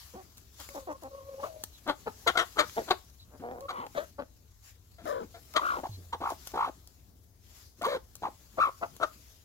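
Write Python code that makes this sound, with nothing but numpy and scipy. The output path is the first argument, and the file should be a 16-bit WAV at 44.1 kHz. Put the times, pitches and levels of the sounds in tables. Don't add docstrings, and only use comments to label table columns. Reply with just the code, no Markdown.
import sys
import numpy as np
from scipy import signal
from scipy.fft import rfft, irfft, next_fast_len
from scipy.io import wavfile
from scipy.ndimage import uniform_filter1d

SR = 44100
rng = np.random.default_rng(int(sys.argv[2]) if len(sys.argv) > 2 else 0)


def gain_from_decibels(decibels):
    exponent = np.asarray(decibels, float) / 20
    return 10 ** exponent


def transcribe(u):
    v = np.clip(np.atleast_2d(u).T, -1, 1)
    q = np.round(v * 32767).astype(np.int16)
    wavfile.write(sys.argv[1], SR, q)


N = 416304


def evened(x):
    return x / np.sqrt(np.mean(x ** 2) + 1e-20)


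def read(points, hz):
    f, value = np.transpose(points)
    return np.interp(np.log(hz + 1), np.log(f + 1), value)


def wander(count, hz):
    return evened(signal.lfilter([1], [1, -np.exp(-2 * np.pi * hz / SR)], rng.standard_normal(count)))


def resonate(x, hz, width):
    turn = np.exp(2j * np.pi * np.cumsum(hz * np.ones(len(x))) / SR)
    r = np.exp(-np.pi * width / SR)
    return 2 * (turn * signal.lfilter([1 - r], [1, -r], x / turn + 1e-18)).real


def fade(count):
    u = np.arange(count) / SR
    return np.minimum(u / .003, 1) * np.minimum(u[::-1] / .014, 1)


def add(mix, s, sound, delay_ms, pan_db):
    lead = 32
    size = next_fast_len(len(sound) + 128)
    shift = np.array([[lead + delay_ms * SR / 1000], [lead]])
    z = rfft(sound, size) * np.exp(-2j * np.pi * np.fft.rfftfreq(size) * shift)
    ports = irfft(z, size) * gain_from_decibels([[pan_db / 2], [6.5 - pan_db / 2]])
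    part = mix[:, round(s * SR) - lead:][:, :size]
    part += ports[:, :part.shape[1]]


def breath(row, lead_db, tail_db, first, last, hold, pitch_hold=None):
    s, rise, fall, db, hz = row
    t = np.arange(s - abs(rise), s + abs(fall), 1 / SR)
    early = t < s
    away = np.where(early, (s - t) / abs(rise), (t - s) / abs(fall))
    slack = away ** hold
    bend = away ** (pitch_hold or hold)
    effort_db = db - np.where(early, lead_db, tail_db) * slack
    pitch_hz = hz * (1 + (np.where(early, first, last) - 1) * bend)
    return t, effort_db, pitch_hz, slack


# centre in Hz, width in Hz, level in dB.
BEAK = [(2073, 190, 1), (2800, 250, -6), (3430, 700, -1), (4400, 1130, -9.5), (6080, 490, -14.5),
        (12500, 880, -15.5)]


def voice(effort_db, hz, mouth_hz, rough, uneven, bright_db):
    count = len(hz)
    under_peak_db = effort_db - effort_db.max()
    fray = .5 + (1.3 - .5) * np.clip(-under_peak_db / 12, 0, 1)
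    width = 210 + 950 * rough
    rough, uneven = rough * fray, uneven * fray

    jitter = .3 * rough * wander(count, 150) + .025 * wander(count, 25)
    turns = np.cumsum(hz * (1 + jitter)) / SR
    folds = sum(np.cos(2 * np.pi * k * turns + .08 * k * k) * (k * hz < 9000) for k in range(1, 18))
    folds *= 1 + uneven * np.cos(np.pi * turns) + 1.31 * uneven * np.cos(2 / 3 * np.pi * turns)
    folds *= gain_from_decibels(9 * rough * wander(count, 70))
    puffs = (0.75 + np.exp(-(turns % 1) / 0.78)) * rng.standard_normal(count)
    drive = (1 - rough) * evened(folds) + .8 * rough * evened(puffs)

    def ring(f, w):
        return resonate(resonate(drive, f, w), f, w)

    mouth_hz = mouth_hz * gain_from_decibels(0.11 * under_peak_db + .5 * wander(count, 25))
    mouth, pipe = ring(mouth_hz, width), ring(350, 600)
    chest, open_pipe = ring(230, 200), ring(1500, 600)
    low = mouth - gain_from_decibels(-5.5) * pipe + gain_from_decibels(-3.0) * chest - gain_from_decibels(0.68 * bright_db - 2.0) * open_pipe

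    airy = evened(drive) + 0.52 * evened(puffs)
    size = rng.uniform(.94, 1.06) * (1 + .05 * wander(count, 20))
    beak = sum((-1) ** k * gain_from_decibels(db) * resonate(airy, f * size, w) for k, (f, w, db) in enumerate(BEAK))
    beak -= resonate(beak, 0, 3200) / 2
    strain = gain_from_decibels(0.55 * under_peak_db + 2.0 * wander(count, 30))
    sound = evened(low) + gain_from_decibels(bright_db) * strain * evened(beak)
    limit = 2.6
    return gain_from_decibels(effort_db) * limit * np.tanh(sound / limit) * fade(count)


# peak in seconds, rise in seconds, fall in seconds,
# effort in dB, pitch in Hz.
CLUCKS = [
    [(2.28, 0.014, 0.04, -20.5, 700), (2.375, .006, 0.023, -22.5, 720), (2.392, .016, .062, -24.5, 680),
     (2.594, .017, 0.048, -20, 626.6), (5.566, 0.0098, 0.029, -22.5, 634)],
    [(2.358, .008, 0.025, -28, 753), (2.347, .012, 0.0097, -39.5, 750), (2.575, 0.018, 0.014, -32.5, 398),
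     (2.642, .012, .018, -37, 479), (5.558, .018, 0.0095, -33, 684), (9.038, 0.04, 0.027, -23.5, 644.6)],
    [(3.708, .012, .022, -40, 730), (4.99, 0.0088, 0.067, -52.5, 667), (5.347, .007, 0.055, -48, 681)],
    [(1.402, 0.022, 0.047, -44.5, 804), (1.438, .012, 0.066, -31, 586.6), (8.589, .018, .02, -24.5, 640),
     (8.832, 0.023, 0.047, -29, 649.6)],
]
BACK_CLUCKS = [
    [(.178, 0.042, 0.058, -47.5, 375.5), (.765, 0.024, 0.04, -39.5, 284), (.9, 0.03, 0.044, -37, 292),
     (1.055, .035, 0.045, -43.5, 263.3)],
    [(.606, 0.021, 0.036, -48, 283), (1.901, 0.041, 0.052, -25, 288.6), (2.896, 0.031, 0.0035, -33, 308),
     (2.909, 0.0094, 0.048, -18.5, 361.7)],
    [(2.269, .008, .02, -26, 460), (2.082, 0.024, 0.034, -31.5, 430), (4.196, .016, 0.057, -31, 273),
     (3.35, 0.05, 0.1, -54.5, 150)],
    [(2.785, 0.021, 0.065, -26, 236)],
    [(3.44, 0.026, 0.18, -38, 231)],
    [(3.978, 0.031, 0.082, -29.5, 593)],
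]
# mouth resonance in Hz, roughness 0-1,
# strong-weak pulse share 0-1, brightness in dB.
THROATS = [(1256, .28, 0.59, -3), (1253, .4, 0.3, -15), (700, .2, 1, -9.5), (990, .38, 0.3, -36),
           (740, 0.32, 0.2, -62), (931, .48, 0.33, -8), (540, 0.44, .4, -27), (760, 0.13, 0.47, -26.5),
           (680, 0.3, .5, -52), (640, 0.3, 0.4, -12.5)]
# dB under the peak at the start, dB under it at the end,
# pitch ratio at the start, pitch ratio at the end, hold as an exponent.
BREATHS = [(19.6, 22, 1.08, 1.05, 1.22), (19.7, 24, .95, .95, 1.03), (3, 15, 1.02, 1.05, 1.15),
           (22, 31, 1.1, 1.2, 1.14), (5.94, 19, 1.5, 0.9, 2.35), (22.1, 34, 1.15, 0.92, 0.98),
           (12.1, 31.5, 1.06, 0.91, 1.16), (7, 30.5, 0.82, 0.87, 0.86), (11.95, 9.5, 1.106, 1.12, 0.78),
           (16, 19.5, 1.14, 1.1, .7)]
# left delay in ms, left-right difference in dB.
PLACES = [(-0.16, 10.5), (-0.16, 8.5), (-.16, 7.5), (.2, 6.5), (0.24, 3.5), (-0.12, 8), (0.17, 7),
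          (-0.27, 4), (-0.24, 4), (0.26, 8)]


def clucks():
    out = np.zeros((2, N))
    for rows, throat, shape, place in zip(CLUCKS + BACK_CLUCKS, THROATS, BREATHS, PLACES):
        for row in rows:
            t, effort_db, hz, _ = breath(row, *shape)
            effort_db = uniform_filter1d(effort_db, size=240)
            add(out, t[0], voice(effort_db, hz, *throat), *place)
    return out


def trill(shape, dip, rate_hz, depth, unsteady, overtone_db, bright_db, rasp, rasp_start, rasp_end):
    t, effort_db, hz, slack = shape
    count = len(t)
    uneven = np.clip(np.where(t < dip, rasp_start, rasp_end) * slack, 0, .9)
    beat = 2 * np.pi * rate_hz * (t - dip) + unsteady * wander(count, 12)
    swing = hz * (1 - depth * (np.cos(beat) - .2 * np.sin(2 * beat)))
    turn = 2 * np.pi * np.cumsum(swing * (1 + .02 * wander(count, 200))) / SR
    overtones = np.sin(2 * turn + 1) + 0.45 * np.sin(3 * turn)
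    note = np.sin(turn) + uneven * np.sin(turn / 2) + gain_from_decibels(overtone_db) * overtones
    flutter_db = 27 * depth * np.cos(beat - 1 + 2.5 * slack * (t > dip))
    note *= np.sqrt(2) * gain_from_decibels(effort_db + flutter_db + 2.2 * wander(count, 40))
    hoarse = voice(effort_db, swing / 2, hz, 0.48, 1.0, bright_db + 25.0 - 12 * slack)
    return t[0], ((1 - uneven / 2) * note + (rasp + 1.33 * uneven) * hoarse) * fade(count)


# pitch dip at the peak in seconds, rise in seconds,
# fall in seconds, effort in dB, pitch in Hz.
TRILLS = [
    [(3.695, .012, 0.04, -36, 1230), (7.851, .016, .028, -28, 1110), (6.132, 0.008, 0.036, -36, 1010)],
    [(5.704, .094, .11, -32, 1348)],
    [(5.58, .012, .035, -29, 1220), (8.618, 0.022, 0.09, -25, 1290)],
    [(5.853, 0.024, 0.034, -40, 953), (6.272, 0.069, 0.073, -35.5, 1120), (6.627, .092, .082, -32.5, 1140),
     (8.252, .032, .048, -37.5, 1036)],
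    [(5.108, 0.054, 0.14, -39, 571.5)],
    [(7.833, .021, 0.0103, -39.5, 720), (7.916, 0.057, .075, -34.5, 568)],
    [(3.785, .06, .1, -41, 1050)],
]
# rate in Hz, depth 0-1, unsteady beat in rad, overtones in dB.
FLUTTER = [(57.6, .13, .4, -22.5), (55.94, .18, .7, -23), (54.6, .08, .2, -21), (55.88, .24, 0.401, -22),
           (52.82, .12, 1.3, -7), (56.77, .11, 1.3, -7), (56, .1, 1, -18)]
# brightness in dB, share 0-1 at the peak, more at the start, more at the end.
HOARSE = [(-25, 0.4, .2, 0.7), (-38, 0.17, 0.38, 0.93), (-39, 0, 0.66, 0.68), (-30, 0.12, 0.96, 0.88),
          (-35, 0.22, 0.85, 0.36), (-19, 0.2, .15, 0.18), (-42, .6, .6, .6)]
# dB under the peak at the start, dB under it at the end,
# pitch ratio at the start, pitch ratio at the end, hold of level and hold of pitch as exponents.
TRILL_BREATHS = [(6.5, 12, .92, .86, 1.12, 1.2), (5.5, 16.5, 0.98, .64, 1.57, 1.4),
                 (7.5, 26, .9, .8, 3.1, 1.1), (9.5, 14.9, 0.66, 0.56, 2.17, 2.1),
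                 (4, 10.4, 1.18, 0.76, 2.4, 1.6), (3, 20, .78, 0.6, 4, 2.4), (6, 12, 1.06, .85, 1.6, 1.5)]
# left delay in ms, left-right difference in dB.
TRILL_PLACES = [(-.15, 5), (-0.29, 8), (-.16, 6.4), (-0.143, 5.6), (-.55, 9.4), (-.15, 5), (-.3, 7)]


def trills():
    out = np.zeros((2, N))
    for rows, flutter, rasp, shape, place in zip(TRILLS, FLUTTER, HOARSE, TRILL_BREATHS, TRILL_PLACES):
        for row in rows:
            add(out, *trill(breath(row, *shape), row[0], *flutter, *rasp), *place)
    return out


# time in seconds, pitch in Hz, level in dB,
# level of the octave in dB.
HUMS = [
    [(.69, 570, -58, -66), (.87, 524, -63, -70), (.93, 530, -59, -52), (.97, 531, -58, -56)],
    [(1.09, 552, -57, -70), (1.22, 550, -58.5, -61), (1.3, 555, -54, -69), (1.396, 542, -52.5, -71),
     (1.466, 652, -46.5, -76), (1.64, 611, -56.5, -93)],
    [(3.57, 505, -58, -60), (3.63, 540, -52.5, -61), (3.69, 573, -57, -58)],
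]


def hums():
    out = np.zeros((2, N))
    for rows in HUMS:
        s, *columns = np.transpose(rows)
        t = np.arange(s[0], s[-1], 1 / SR)
        hz, db, octave_db = (np.interp(t, s, column) for column in columns)
        turns = 2 * np.pi * np.cumsum(hz * (1 + 0.0223 * wander(len(t), 72))) / SR
        hum = gain_from_decibels(db) * np.sin(turns) + gain_from_decibels(octave_db) * np.sin(2 * turns)
        hum *= gain_from_decibels(4.5 * wander(len(t), 25)) * signal.windows.tukey(len(t), .1)
        add(out, t[0], 1.75 * hum, .3, 4.0)
    return out


# start in seconds, peak in dB, low part in dB.
PECKS = [(0.371, -47, -27), (0.374, -46.5, -25), (0.38, -41.5, -28), (1.8761, -41, 0), (5.054, -46.5, -3),
         (5.0764, -42.5, -5), (5.1, -47, -1), (6.5574, -45, 0), (7.8296, -41, 6), (7.852, -38, 5),
         (7.866, -38, 4), (8.165, -44, -20), (3.7389, -49.5, -8), (0.6, -38.5, 0), (0.6892, -43.5, 11),
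         (0.927, -47, -18), (1.034, -40, -13), (1.6372, -21, -24), (2.6955, -56, 23), (3.0498, -55, -23.5),
         (3.099, -51, -22), (3.607, -43.5, -2), (3.8653, -55.5, 18), (5.5382, -41, 8), (6.302, -36, -3),
         (6.4721, -29.5, -33), (6.5174, -58, 20), (6.8738, -41.5, -15), (7.8192, -39, 0),
         (8.1537, -33, -21), (8.965, -40, -3)]


def pecks():
    out, t = np.zeros((2, N)), np.arange(1500) / SR
    for s, db, low_db in PECKS:
        snap = rng.standard_normal(len(t)) * gain_from_decibels(-60 * t / 0.014) * np.minimum(t / .0007, 1)
        knock = resonate(snap, 2650, 2700)
        add(out, s, gain_from_decibels(db + 3.5) * (snap - knock + gain_from_decibels(low_db - 3.0) * knock), -.1, 3.5)
    return out


# start in seconds, peak in dB.
THUDS = [(0.136, -44), (1.855, -44.5), (3.332, -47.5), (3.393, -41), (3.778, -39.5), (3.945, -43),
         (5.014, -50), (5.035, -43), (5.223, -40), (5.773, -39), (6.203, -37), (6.535, -39.5), (7.782, -50),
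         (7.811, -39), (8.223, -42.5), (8.532, -52.5), (8.569, -39.5)]


def thuds():
    out, t = np.zeros((2, N)), np.arange(2500) / SR
    for s, db in THUDS:
        puff = rng.standard_normal(len(t)) * t * gain_from_decibels(-60 * t / 0.077)
        push = resonate(resonate(puff, 250, 260), 250, 260)
        push += gain_from_decibels(-17.0) * resonate(puff, 700, 900)
        add(out, s, gain_from_decibels(db - .5) * push / abs(push).max(), -.1, 3.0)
    return out


# first pitch in Hz, last pitch in Hz, level in dB, 60 dB decay in seconds.
THUMP = (114, 84, -39, 1)


def thump():
    first_hz, last_hz, db, t60 = THUMP
    t, out = np.arange(SR // 2) / SR, np.zeros((2, N))
    hz = last_hz + (first_hz - last_hz) * np.exp(-t / 0.068)
    ring = gain_from_decibels(db - 60 * t / t60) * np.sin(2 * np.pi * np.cumsum(hz) / SR)
    add(out, 5.893, ring, -.1, 2.5)
    return out


def ground(x):
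    at = np.arange(40, 6000, 30) + rng.integers(0, 30, (2, 199))
    taps = np.zeros((2, 6100))
    np.put_along_axis(taps, at, rng.choice([-1., 1.], at.shape), 1)
    t = np.arange(6100) / SR
    taps *= gain_from_decibels(-60 * t / 0.024) + gain_from_decibels(-11.5 - 60 * t / 0.21)
    taps /= np.linalg.norm(taps, axis=1, keepdims=True)
    return signal.fftconvolve(x, taps, axes=1)[:, :N]


# frequency in Hz, coherence 0-1.
SAME = [(40, .8), (100, .92), (300, .7), (640, .33), (1400, 0)]


def field(colour, patchy_db, flicker_db):
    frames, hz = N // 256 + 5, np.fft.rfftfreq(1024, 1 / SR)
    a, b, c, d, patches = rng.standard_normal((frames, 513, 5)).T
    patches = evened(uniform_filter1d(uniform_filter1d(patches, 14, 0), 10, 1))
    flicker = evened(uniform_filter1d(rng.exponential(1, frames) - 1, size=2))
    same = np.clip(read(SAME, hz), -1, 1)[:, None]
    left, other = a + 1j * b, c + 1j * d
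    z = np.array([left, same * left + np.sqrt(1 - same ** 2) * other])
    z *= gain_from_decibels(read(colour, hz)[:, None] + patchy_db * patches + flicker_db * flicker)
    return evened(signal.istft(z, nperseg=1024, noverlap=768)[1][:, :N])


# time in seconds, level in dB.
RUSTLE = [(0, -52), (.25, -64), (.73, -66), (1.65, -61), (1.92, -63.5), (2.34, -54.5), (2.9, -60),
          (3.26, -68.5), (4.15, -69.5), (5.0, -69), (5.75, -55.5), (6.18, -66.5), (6.4, -57.5), (7.13, -71),
          (7.65, -75), (8.3, -63.5), (9.3, -60), (9.44, -66)]
# frequency in Hz, density in dB per Hz.
RUSTLE_COLOUR = [(290, -46.5), (500, -13), (570, -13.5), (1090, -5.5), (2390, -9), (4280, -4.5), (7310, -3),
                 (8700, -12.5), (11600, -4), (16000, -9.5)]
# centre in seconds, length in seconds, level in dB.
SCUFFS = [(0.384, 0.024, -55.5), (0.626, 0.073, -45.5), (0.756, .13, -50), (1.054, 0.042, -65),
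          (1.452, 0.057, -49), (2.776, 0.22, -47.5), (3.994, 0.15, -52.5), (4.676, 0.067, -51),
          (6.307, 0.069, -50.5), (6.486, 0.06, -49), (7.584, 0.19, -54), (7.887, 0.11, -51),
          (7.791, .03, -60.5), (5.092, .07, -50)]


def rustle():
    t = np.arange(N) / SR
    power = gain_from_decibels(np.interp(t, *np.transpose(RUSTLE)) + 4.5) ** 2
    power += sum(gain_from_decibels(db) ** 2 * np.exp(-(2 * (t - s) / length) ** 2) for s, length, db in SCUFFS)
    return np.sqrt(power) * field(RUSTLE_COLOUR, 2.1, 1.1)


# start in seconds, length in seconds, level in dB,
# first pitch in Hz, last pitch in Hz.
CHIRPS = [
    (1.71, 0.092, -60.5, 4200, 3610),
    (3.177, 0.078, -57.5, 4050, 3920),
    (5.899, 0.084, -55.5, 4200, 4100),
]


def sparrow():
    out = np.zeros((2, N))
    for s, length, db, first_hz, last_hz in CHIRPS:
        hz = np.linspace(first_hz, last_hz, round(length * SR))
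        whistle = evened(resonate(rng.standard_normal(len(hz)), hz, 120))
        add(out, s, gain_from_decibels(db) * np.hanning(len(hz)) * whistle, .1, 3.0)
    return out


# frequency in Hz, density in dB per Hz.
YARD = [(76, -30.5), (130, -9.5), (238, -11.5), (418, -16), (565, -23.5), (613, -19.5), (2410, -48),
        (6600, -35.5), (8740, -35), (16000, -26.5)]
# time in seconds, level in dB.
YARD_SWELL = [(0.0, -72.5), (1.57, -69.5), (2.73, -61.5), (3.23, -75.5), (3.63, -61), (4.55, -81),
              (5.83, -59), (6.49, -68.5), (7.78, -76), (7.94, -69), (8.96, -65.5), (9.44, -73)]


def yard():
    swell_db = np.interp(np.arange(N) / SR, *np.transpose(YARD_SWELL))
    level_db = -66 + 5.0 + 0.599 * (swell_db - swell_db.mean())
    return gain_from_decibels(level_db) * field(YARD, 2.2, 0.33)


# centre in Hz, width in Hz, level in dB.
RUMBLE = [(50.65, 18, -5.5), (67, 15, -0.5), (95.4, 29, -2.5)]


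def rumble():
    size = next_fast_len(N)
    shared, left, right = rng.standard_normal((3, size))
    f = np.fft.rfftfreq(size, 1 / SR)
    colour = sum(gain_from_decibels(db) / (1 + (2 * (f - hz) / width) ** 2) for hz, width, db in RUMBLE)
    ports = irfft(rfft(shared + .4 * np.array([left, right])) * colour, size)[:, :N]
    return gain_from_decibels(-58 + 1.0) * evened(ports)


def scene():
    near = clucks() + trills() + hums() + pecks() + thuds()
    echoes = gain_from_decibels(-9) * ground(near)
    return near + echoes + thump() + rustle() + sparrow() + yard() + rumble()


def band_limit(x):
    return signal.sosfilt(signal.butter(12, 16970, fs=SR, output="sos"), x)


# frequency in Hz, gain in dB.
SHADE = [(60, -3), (300, -5.5), (1200, -3), (4200, -3), (6800, -3), (7800, -12), (8700, -45), (9800, -13.5),
         (16000, -18)]


def record(dry):
    size = next_fast_len(N)
    hz = np.fft.rfftfreq(size, 1 / SR)
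    colour = np.array([np.ones(len(hz)), gain_from_decibels(read(SHADE, hz))])
    colour *= np.where(hz < 15870, 1, gain_from_decibels(-22))
    mix = irfft(rfft(dry, size) * colour, size)[:, :N]
    return band_limit(mix)


dry = scene()
out = record(dry)
transcribe(out)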